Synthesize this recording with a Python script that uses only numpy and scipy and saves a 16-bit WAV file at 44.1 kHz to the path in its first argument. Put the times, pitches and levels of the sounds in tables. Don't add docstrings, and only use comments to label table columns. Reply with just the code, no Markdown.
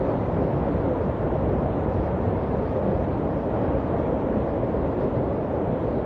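import sys
import numpy as np
from scipy import signal
from scipy.fft import rfft, irfft, next_fast_len
from scipy.io import wavfile
from scipy.ndimage import uniform_filter1d

SR = 44100
rng = np.random.default_rng(int(sys.argv[2]) if len(sys.argv) > 2 else 0)


def dump_mix(stems):
    frames = np.atleast_2d(stems).T
    limited = np.clip(frames, -1, 1)
    pcm = np.round(limited * 32767).astype(np.int16)
    wavfile.write(sys.argv[1], SR, pcm)


N = 266805

# centre_s, length_s, change_db
LULLS = [(.27, 0.3, -0.9), (1.148, 0.12, -2.5), (2.494, 0.21, 0.5), (2.67, 0.079, -2.2),
         (3.063, 0.11, -1.1), (3.42, 0.1, -1.2), (3.83, 0.088, -0.5), (4.947, 0.074, -2.5),
         (5.424, 0.093, -0.5), (5.79, 0.15, -1.8)]


def current():
    # freq_hz, level_db
    roar_spectrum = [(70, -26.5), (140, -10.5), (200, -1), (270, -0.5), (335, -1.5), (420, -1),
                     (520, -0.24), (640, -3), (740, -10), (920, -17.5), (1300, -31), (3000, -71.5)]
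    # peak_s, length_s, lift_db
    surges = [(0.066, 0.62, 1.9), (0.414, 0.12, 2.7), (1.49, 0.17, 2), (2.25, 0.23, 0.2), (2.89, 0.16, 2.2),
              (3.99, 0.17, 1.8), (4.884, 0.12, 0.7), (5.064, 0.11, 1), (5.24, 0.22, 0.9)]
    far = seething(depth_db=0.1, patch_s=0.024, patch_hz=120)
    near = bubbles(low_hz=171.6, high_hz=902.6, per_s=2000, decay_cycles=4.08, rise=0.018, spread_db=0.83)
    roar = coloured(far + gain_of(-9.0) * near, roar_spectrum)
    return flow_gain(surges + LULLS, base_db=-26.5, drift_db_per_s=0.06) * roar


def waves():
    # freq_hz, level_db
    rumble_spectrum = [(12, -29.5), (26, -23), (40, -8.5), (61, 3), (78, 1.5), (100, 1.4), (150, 0.6),
                       (210, -8), (330, -19.5), (800, -78.5)]
    # peak_s, length_s, lift_db
    plunges = [(0.52, 0.5, 2.5), (1.46, 0.27, 3.8), (1.76, 0.12, 4.7), (1.988, 0.47, 4), (2.29, 0.15, 4),
               (3.15, 0.84, 2.5), (3.75, 0.1, 3.5), (3.99, 0.23, 3.2), (4.38, .2, 1), (4.68, .16, 3),
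               (5.17, 0.23, 1.5), (5.693, 0.18, 3.5)]
    start_db, build_s = -2, 0.13
    build = gain_of(start_db * np.exp(-np.arange(N) / SR / build_s))
    rumble = coloured(seething(depth_db=1.0, patch_s=0.044, patch_hz=120), rumble_spectrum)
    return build * flow_gain(plunges + LULLS, base_db=-29, drift_db_per_s=-0.23) * rumble


def low_tones():
    # peak_s, length_s, pitch_hz, glide_oct_per_s, level_db
    tones = [(0.1, 0.33, 268, -0.3, -32.5), (0.359, .26, 170, 3.5, -31), (0.417, .14, 322, -0.3, -33.5),
             (0.552, .35, 138, 1.5, -30.5), (0.733, .2, 285, -1, -33.5), (0.774, 0.137, 180, .4, -30),
             (0.859, .13, 279, -1, -30.5), (0.921, .14, 506, -.8, -27.5), (1.857, .2, 315, 1, -34),
             (2.141, .36, 185, .4, -33.5), (2.759, .14, 516, .4, -29), (2.884, .15, 197, 0, -28.5),
             (2.895, .11, 457, 0.7, -32), (2.929, 0.18, 534, 0.5, -30.5), (3.594, 0.17, 269, -0.5, -33),
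             (3.745, 0.11, 549, -0.3, -29.5), (4.161, .14, 538, 1.8, -32), (4.386, .12, 215, 0.2, -31),
             (4.522, .2, 445, 0, -31), (5.002, .22, 370, 1, -30.5), (5.278, .11, 560, -1.5, -34)]
    wobble_oct, wobble_s = 0.035, 0.014
    t = np.arange(N) / SR
    out = np.zeros(N)
    for peak_s, length_s, pitch_hz, glide_oct_per_s, level_db in tones:
        wobble = unit_rms(uniform_filter1d(rng.standard_normal(N), round(wobble_s * SR)))
        glide_oct = glide_oct_per_s * np.clip(t - peak_s, -length_s, length_s)
        freq_hz = pitch_hz * 2 ** (wobble_oct * wobble + glide_oct)
        tone = unit_rms(np.sin(2 * np.pi * np.cumsum(freq_hz) / SR))
        out += gain_of(level_db) * arch(t - peak_s, length_s) * tone
    return out


def crests():
    # freq_hz, level_db
    wash_spectrum = [(350, -17), (700, 0), (930, 0), (1200, -7.5), (1650, -14.5), (1930, -17), (2300, -22),
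                     (3200, -31), (4200, -43), (7000, -76.5)]
    spray_spectrum = [(1500, -16), (3200, 1.5), (3900, 0), (5000, -6.3), (7000, -16), (8300, -21.5),
                      (9800, -24.5), (11300, -31)]
    # peak_s, length_s, wash_lift_db, spray_lift_db
    breakers = [(.1, 0.19, 1.5, 0.5), (0.373, .18, 0.2, 0.9), (.7, 0.53, 1.2, -0.5), (.96, 0.15, 0.5, 0),
                (2.052, .2, 1, -1), (2.288, .24, 0.9, 1.5), (2.78, 0.55, 0.2, 2.8), (3.3, 0.55, 0, 1),
                (3.647, 0.51, 2.1, 0.5), (4, 0.46, 1.3, 1.9), (4.38, 0.36, 1.5, 0), (4.852, 0.35, 0.6, 0.5),
                (5.01, .12, 1.5, 2.8), (5.35, .4, -0.2, 0.5)]
    collapses = [(peak_s, length_s, lift_db) for peak_s, length_s, lift_db, _ in breakers]
    flings = [(peak_s, length_s, lift_db) for peak_s, length_s, _, lift_db in breakers]
    foam = seething(depth_db=0.6, patch_s=0.071, patch_hz=200)
    froth = bubbles(low_hz=745.3, high_hz=4232, per_s=2200, decay_cycles=18, rise=0.013, spread_db=2.0)
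    wash = coloured(foam + gain_of(-9.5) * froth, wash_spectrum)
    wash *= flow_gain(collapses, base_db=-36.5, drift_db_per_s=-0.28)
    spray = coloured(seething(depth_db=2.5, patch_s=0.031, patch_hz=900), spray_spectrum)
    spray *= flow_gain(flings, base_db=-65.5, drift_db_per_s=-0.48)
    return wash + spray


def hiss():
    # freq_hz, level_db
    hiss_spectrum = [(3500, -12), (6500, 0), (9000, -3.5), (11300, -8.5)]
    return gain_of(-81.5) * coloured(rng.standard_normal(N), hiss_spectrum)


def bubbles(low_hz, high_hz, per_s, decay_cycles, rise, spread_db, size_count=36):
    out = np.zeros(N)
    for pitch_hz in np.geomspace(low_hz, high_hz, size_count):
        age = np.arange(0, 2 * np.pi, pitch_hz / (decay_cycles * SR))
        ring = np.sin(2 * np.pi * decay_cycles * age * (1 + rise * age / 2)) * np.exp(-age)
        born = rng.random(N) < per_s / size_count / SR
        strength_db = spread_db * np.minimum(rng.exponential(1, N), 3)[born]
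        kicks = np.zeros(N)
        kicks[born] = gain_of(strength_db) * np.sign(rng.standard_normal(N)[born])
        out += pitch_hz * signal.oaconvolve(kicks, ring)[:N]
    return unit_rms(out)


def seething(depth_db, patch_s, patch_hz, frame=512):
    hop = frame // 4
    noise = signal.stft(rng.standard_normal(N), nperseg=frame, noverlap=frame - hop)[2]
    per_hz = np.fft.fftfreq(noise.shape[0], SR / frame)[:, None]
    per_s = np.fft.rfftfreq(noise.shape[1], hop / SR)
    blur = np.exp(-(per_hz * patch_hz) ** 2 * np.pi) / (1 + (np.pi * per_s * patch_s) ** 2)
    field = np.fft.rfft2(rng.standard_normal(noise.shape))
    patches_db = depth_db * unit_rms(np.fft.irfft2(field * blur, noise.shape))
    patchy = signal.istft(noise * gain_of(patches_db), nperseg=frame, noverlap=frame - hop)[1]
    return unit_rms(patchy[:N])


def flow_gain(swells, base_db, drift_db_per_s):
    t = np.arange(N) / SR
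    level_db = base_db + drift_db_per_s * t
    for centre_s, length_s, change_db in swells:
        level_db += change_db * arch(t - centre_s, length_s)
    return gain_of(level_db)


def coloured(flat, spectrum):
    size = next_fast_len(N + 8192)
    bin_hz = np.fft.rfftfreq(size, 1 / SR)
    freq_hz, level_db = np.transpose(spectrum)
    bin_db = np.interp(np.log(bin_hz + 1), np.log(freq_hz + 1), level_db)
    return unit_rms(irfft(rfft(flat, size) * gain_of(bin_db), size)[:N])


def arch(from_peak_s, length_s):
    return np.cos(np.pi * np.clip(from_peak_s / length_s, -0.5, 0.5)) ** 2


def gain_of(db):
    return 10 ** (np.asarray(db) / 20)


def unit_rms(x):
    return x / np.sqrt(np.mean(x ** 2) + 1e-20)


def scene():
    return (waves() + current() + crests() + low_tones() + hiss())[None]


def record(dry):
    cutoff_hz = 11550
    taps = signal.firwin(511, cutoff_hz, window=("kaiser", 9), fs=SR)
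    return signal.oaconvolve(dry, taps[None], "same")


dry = scene()
out = record(dry)
dump_mix(out)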